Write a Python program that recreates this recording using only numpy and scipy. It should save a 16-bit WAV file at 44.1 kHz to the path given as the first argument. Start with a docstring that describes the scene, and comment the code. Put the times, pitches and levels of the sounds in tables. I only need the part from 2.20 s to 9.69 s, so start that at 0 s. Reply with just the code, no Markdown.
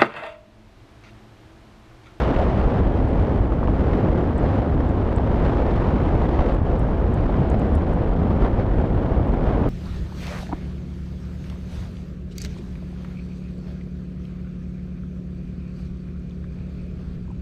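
"""On the wing of a hang glider in flight: wind on the microphone of a camera fixed there.
Large eddies thump the microphone; smaller ones roar, rush, hiss, pop and briefly hoot
as the airflow swells and eases. Now and then a small fitting slips and ticks, heard through
the mount. A limiter holds the strongest thumps."""
import sys
import numpy as np
from scipy import signal
from scipy.fft import rfft, irfft, next_fast_len
from scipy.io import wavfile
from scipy.ndimage import uniform_filter1d, minimum_filter1d, map_coordinates

SR = 44100
rng = np.random.default_rng(int(sys.argv[2]) if len(sys.argv) > 2 else 0)


def transcribe(signal):
    """Save signal, clipped to [-1, 1], as a 16-bit WAV file at the path in sys.argv[1]."""
    frames = np.atleast_2d(signal).T
    limited = np.clip(frames, -1, 1)
    pcm = np.round(limited * 32767).astype(np.int16)
    wavfile.write(sys.argv[1], SR, pcm)


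N = 330309

# tight eddies striking the microphone's port: (time [s], envelope peak [dB], pitch [Hz])
PORT_STRIKES = [(.164, -24, 2400), (.1865, -15, 620), (1.431, -16, 1000), (1.4745, -25, 2300),
                (1.483, -14, 900), (1.666, -15, 580), (1.946, -17, 680), (2.243, -12, 560),
                (2.474, -20, 720), (2.764, -23, 720), (2.998, -14, 650), (3.103, -19, 680),
                (3.945, -16.5, 680), (4.494, -18, 650), (5.0955, -16, 780), (5.661, -22, 700),
                (5.774, -16, 680), (5.833, -18, 680), (5.9535, -17, 620), (6.382, -21, 780),
                (6.456, -17.5, 700), (6.641, -12, 630), (6.848, -18, 650), (6.998, -17, 720),
                (7.07, -20, 720)]


def undb(db):
    """Decibels to gain."""
    return 10 ** (np.asarray(db) / 20)


def unit(x):
    """Scale to rms 1."""
    return x / np.sqrt(np.mean(x ** 2))


def filtered(x, colour):
    """Filter by (frequency [Hz], gain [dB]) points."""
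    hz, db = np.transpose(colour)
    size = next_fast_len(N + SR)
    bins_hz = np.maximum(np.arange(size // 2 + 1) * SR / size, 1)
    gain = undb(np.interp(np.log(bins_hz), np.log(hz), db))
    return irfft(rfft(x, size) * gain, size)[..., :N]


def wander(slow_hz, fast_hz):
    """Random motion between two rates, weaker towards the fast end; rms 1."""
    hz = np.arange(N // 2 + 1) * SR / N
    weight = hz / (hz + slow_hz) ** 1.5 / (1 + (hz / fast_hz) ** 2)
    return unit(irfft(rfft(rng.standard_normal(N)) * weight, N))


def envelope(x, window_s):
    """Running rms over a soft window."""
    width = int(window_s * SR)
    return np.sqrt(uniform_filter1d(uniform_filter1d(x ** 2, width), width) + 1e-12)


def bump(at_s, half_s):
    """Rounded rise and fall of height 1."""
    offset = (np.arange(N) / SR - at_s) / half_s
    return 1 / (1 + offset ** 4)


def self_noise(level_db=-72.5):
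    """The microphone's own faint, steady hiss."""
    return undb(level_db) * rng.standard_normal(N)


def tick(snap_hz, ring_db, half_band_hz=900, snap_t60_s=0.008):
    """A snap of a few milliseconds, then the faint ring of the metal."""
    # metal modes: (frequency [Hz], level [dB], t60 [s])
    modes = [(5560, 0, .06), (8690, -6.5, .06), (12930, 2.5, .06)]
    t = np.arange(4096) / SR
    contact = rng.standard_normal(len(t)) * undb(-60 * t / snap_t60_s)
    band_hz = [snap_hz - half_band_hz, snap_hz + half_band_hz]
    snap = signal.sosfilt(signal.butter(2, band_hz, "bandpass", fs=SR, output="sos"), contact)
    ring = sum(undb(db - 60 * t / t60_s) * np.sin(2 * np.pi * hz * t) for hz, db, t60_s in modes)
    return snap / np.abs(snap).max() + undb(ring_db) * ring


def fitting():
    """A small fitting slips under the changing load, one tick at a time."""
    # slips: (time [s], snap peak [dB], snap pitch [Hz], ring re snap [dB])
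    slips = [(.8885, -53, 8700, -24), (2.1804, -42.5, 7600, -35), (2.6909, -49.5, 7500, -44),
             (2.9626, -38.5, 7600, -48), (4.3452, -49, 8500, -29), (4.5936, -46, 8600, -13),
             (4.942, -42, 7600, -47), (5.3005, -40, 7400, -40), (5.3958, -45, 7500, -40),
             (5.5524, -41.5, 8400, -18), (5.736, -48, 8200, -24), (6.7552, -48, 14300, -38),
             (6.827, -61, 8800, -33), (6.975, -52, 14000, -33), (7.074, -57, 8700, -25),
             (7.1428, -60, 8000, -33)]
    out = np.zeros(N)
    for at_s, db, snap_hz, ring_db in slips:
        start = int(at_s * SR)
        sound = undb(db) * tick(snap_hz, ring_db)
        out[start:start + len(sound)] += sound[:N - start]
    return out


def hoots(waver=0.065, rough_db=0.5):
    """Eddies fall into step for a few cycles: a short hollow note that slides in pitch."""
    # notes: (time [s], peak [dB], pitch [Hz], glide [octaves/s], half length [s])
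    notes = [(.19, -22, 566, 7.5, 0.012), (0.207, -23.5, 723, 0.5, 0.022), (.38, -20, 205, 0.5, 0.017),
             (1.857, -18.5, 168.5, -14, 0.026), (2.24, -18.5, 110, -15.5, 0.022),
             (4.988, -18, 113.6, -23.5, 0.024), (5.557, -17, 72, 16.5, .035),
             (5.973, -21.5, 169.7, -1, 0.025)]
    t = np.arange(N) / SR
    unsteady = np.exp(waver * wander(slow_hz=40, fast_hz=120))
    out = np.zeros(N)
    for at_s, db, hz, glide, half_s in notes:
        octaves = glide * np.clip(t - at_s, -2 * half_s, 2 * half_s)
        cycles = np.cumsum(hz * 2 ** octaves * unsteady) / SR + rng.random()
        out += undb(db) * bump(at_s, half_s) * np.sin(2 * np.pi * cycles)
    return out * undb(rough_db * wander(slow_hz=30, fast_hz=100))


def pops(decay_cycles=0.4):
    """A tight eddy hits the port: a swing of pressure a cycle or two long."""
    t = np.arange(N) / SR
    out = np.zeros(N)
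    for at_s, db, hz in PORT_STRIKES:
        near = np.abs(t - at_s) < 10 / hz
        cycles = (t[near] - at_s) * hz
        swing = np.cos(2 * np.pi * (cycles + rng.random()))
        out[near] += undb(db) * swing / np.cosh(cycles / decay_cycles)
    return out


def airflow(cruise_db=-46, sway_db=0.47):
    """Flow strength in dB re cruise: long swells with a slight sway."""
    # airflow over the camera: (time [s], strength [dB])
    flow = [(0.0, -32.5), (0.11, -40), (0.2, -38.5), (0.3, -41.5), (0.55, -42.5), (0.65, -45), (0.91, -47),
            (1.01, -44.5), (1.35, -50), (1.66, -43.5), (1.87, -45), (2.14, -47), (2.24, -43.5),
            (2.38, -42.5), (2.46, -48), (2.94, -47), (3.1, -45), (3.25, -42.5), (3.55, -42.5), (3.97, -44),
            (4.13, -42), (4.2, -42.5), (4.3, -42.5), (4.41, -52), (4.48, -47.5), (4.95, -48.5), (5.07, -46),
            (5.55, -47), (5.85, -48), (6.4, -48.5), (6.62, -48), (6.95, -47.7), (7.19, -49), (7.28, -43.5),
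            (7.49, -48)]
    flow_db = np.interp(np.arange(N) / SR, *np.transpose(flow))
    return flow_db - cruise_db + sway_db * wander(slow_hz=4, fast_hz=11)


def puffs(lull_db=-2.5, lead_s=0.0047):
    """Brief surges of the flow, and a lull just before each pop, in dB."""
    # surges, from sharp cracks to short rasps: (time [s], boost [dB], half length [s])
    surges = [(0.031, 0, .008), (.105, 2, .01), (0.166, 5.5, 0.002), (.19, 1.5, .016), (1.323, 6, 0.0025),
              (1.476, 7.5, 0.0016), (1.486, 3.5, 0.0044), (1.861, 1, 0.0046), (1.983, 5, 0.0021),
              (2.241, 2.5, 0.004), (2.606, 4.5, 0.0066), (2.98, 5.5, 0.0063), (3.25, 2.5, 0.014),
              (3.678, 4, 0.0055), (4.089, 5, 0.0053), (4.193, 2.5, .006), (4.213, 3, .007),
              (4.497, 1.5, 0.004), (5.186, 1.5, .022), (5.344, 5, 0.0033), (6.112, 3.5, .005),
              (6.241, 6, 0.03), (6.401, 3, .015), (6.648, 4, 0.006), (6.973, 4, 0.0019), (7.142, 4, 0.0088),
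              (7.462, 5, 0.0049)]
    surge_db = sum(db * bump(at_s, half_s) for at_s, db, half_s in surges)
    lulls = sum(bump(at_s - lead_s, half_s=0.0037) for at_s, _, _ in PORT_STRIKES)
    return surge_db + lull_db * lulls


def eddies(colour, burst_db, flicker_db):
    """Small eddies come in shared bursts and also flicker on their own; rms 1."""
    strength = undb(burst_db + flicker_db * wander(slow_hz=30, fast_hz=220))
    return unit(filtered(rng.standard_normal(N) * strength, colour))


def hiss(swell_db, burst_db, level_db=-44, follow=0.84):
    """The finest eddies keep growing with the flow, so strong gusts sound brighter."""
    # spectrum: (frequency [Hz], relative density [dB])
    colour = [(600, -10), (1200, 5.5), (1800, 2.5), (2500, -3.5), (3100, -5.5), (4000, -12.5),
              (5000, -18.5), (6300, -25), (8000, -32), (10000, -39), (15000, -49.5)]
    return eddies(colour, burst_db, flicker_db=1.23) * undb(level_db + follow * swell_db)


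def rush(swell_db, burst_db, level_db=-29.5, follow=0.61, knee_db=9.5):
    """Small eddies grow with the flow up to a knee."""
    # spectrum: (frequency [Hz], relative density [dB])
    colour = [(150, -20.5), (330, -5.5), (500, 0), (700, -2), (1000, -7.5), (1500, -17.5), (2200, -28),
              (5000, -75), (10000, -100)]
    growth_db = follow * np.minimum(swell_db, knee_db)
    return eddies(colour, burst_db, flicker_db=0.66) * undb(level_db + growth_db)


def roar(swell_db, burst_db, level_db=-23.5, follow=0.66, knee_db=1.5, breakup=0.45):
    """Mid-size eddies grow with the flow; past a knee they break up and the roar weakens."""
    # spectrum: (frequency [Hz], relative density [dB])
    colour = [(60, -19), (130, -0.26), (250, 1.4), (350, -2), (500, -7.5), (800, -19.5), (3000, -84)]
    growth_db = follow * np.minimum(swell_db, knee_db) - breakup * np.maximum(swell_db - knee_db, 0)
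    return eddies(colour, 0.41 * burst_db, flicker_db=0.5) * undb(level_db + growth_db)


def buffeting(puff_db, level_db=-20, sway_db=0.6, evenness=0.72, glide_octaves=0.1971):
    """Large eddies press on the microphone in a train of low thumps; a puff presses harder."""
    # spectrum: (frequency [Hz], relative density [dB])
    colour = [(8, -16.5), (18, -10.5), (30, -8), (46, 2), (62, 0.3), (85, -2), (130, -9.5), (200, -16.5),
              (350, -40.5), (900, -79.5), (5000, -130)]
    # heavy thumps (+) and gaps (-): (time [s], level change [dB])
    accents = [(.084, -1), (.135, -8.5), (0.281, 6), (.315, -7.5), (.465, 5), (.605, 3), (.632, -0.5),
               (.675, 8), (.725, -5.5), (.91, -2), (1.015, 4), (1.07, -7.5), (1.206, 7.5), (1.42, -1.5),
               (1.523, 3), (1.871, 0), (1.943, 6), (2.015, -6.5), (2.13, -7), (2.2, -3), (2.4, 0.5),
               (2.45, -8), (2.8, -1.5), (3.226, 4.5), (3.423, 2.5), (3.602, 2), (3.78, -6.5), (3.95, 6),
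               (4.205, 4), (4.25, -5), (4.42, 3.5), (4.523, 2.5), (4.96, 0), (5.211, 5), (5.28, -3),
               (5.345, 3.5), (6.24, 2), (6.355, 0), (6.58, 5.5), (6.637, -1), (6.69, -5.5), (6.758, 4.5),
               (6.81, -3.5), (6.977, 4.5)]
    pressure = unit(filtered(rng.standard_normal(N), colour))
    # eddies pass faster and slower, so the pitch slides
    speed = 2 ** (glide_octaves * wander(slow_hz=2.96, fast_hz=6.89))
    position = np.cumsum(speed / speed.mean())
    pressure = map_coordinates(pressure, [position], order=3, mode="mirror") * undb(0.99 * puff_db)
    # most eddies carry similar force
    pressure = unit(pressure / envelope(pressure, window_s=0.065) ** evenness)
    accent_db = sum(db * bump(at_s, half_s=0.015) for at_s, db in accents)
    return pressure * undb(level_db + accent_db - sway_db * wander(slow_hz=5, fast_hz=5.2))


def wind(front_s=0.007, peakiness=0.029):
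    """Each large eddy breaks into smaller ones, so roar, rush and hiss flutter together."""
    puff_db = puffs()
    thumps = buffeting(puff_db)
    swell_db = airflow()
    # fine turbulence rides each thump's rising front
    front = unit(np.roll(thumps, -int(front_s * SR)) - thumps)
    swirl_db = 0.76 * front + 1.05 * wander(slow_hz=6.7, fast_hz=170)
    # intermittency: surges rise further than lulls sink
    burst_db = swirl_db + peakiness * swirl_db ** 2 + puff_db
    return thumps + roar(swell_db, burst_db) + rush(swell_db, burst_db) + hiss(swell_db, burst_db)


def scene():
    """Wind and ticks at one microphone, over its own hiss."""
    return (wind() + hoots() + pops() + fitting() + self_noise())[None]


def limiter(x, ceiling_db, hold_s):
    """Gain dips smoothly around each peak above the ceiling."""
    width = int(hold_s * SR)
    overshoot = np.maximum(np.abs(x) / undb(ceiling_db), 1)
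    gain = minimum_filter1d(1 / overshoot, 2 * width)
    return x * uniform_filter1d(uniform_filter1d(gain, width), width)


def record(dry, fade_s=0.003, cutoff_hz=15200):
    """The microphone dulls the top; peaks are limited and the band is cut."""
    # microphone treble response: (frequency [Hz], gain [dB])
    treble = [(10000, 0), (13000, -5), (15000, -12)]
    held = limiter(filtered(dry, treble), ceiling_db=-6.8, hold_s=0.012)
    fade = np.minimum(np.arange(N)[::-1] / (fade_s * SR), 1)  # avoids a click at the end
    lowpass = signal.ellip(8, 0.2, 70, cutoff_hz, fs=SR, output="sos")
    return signal.sosfilt(lowpass, held * fade)


dry = scene()
out = record(dry)
transcribe(out)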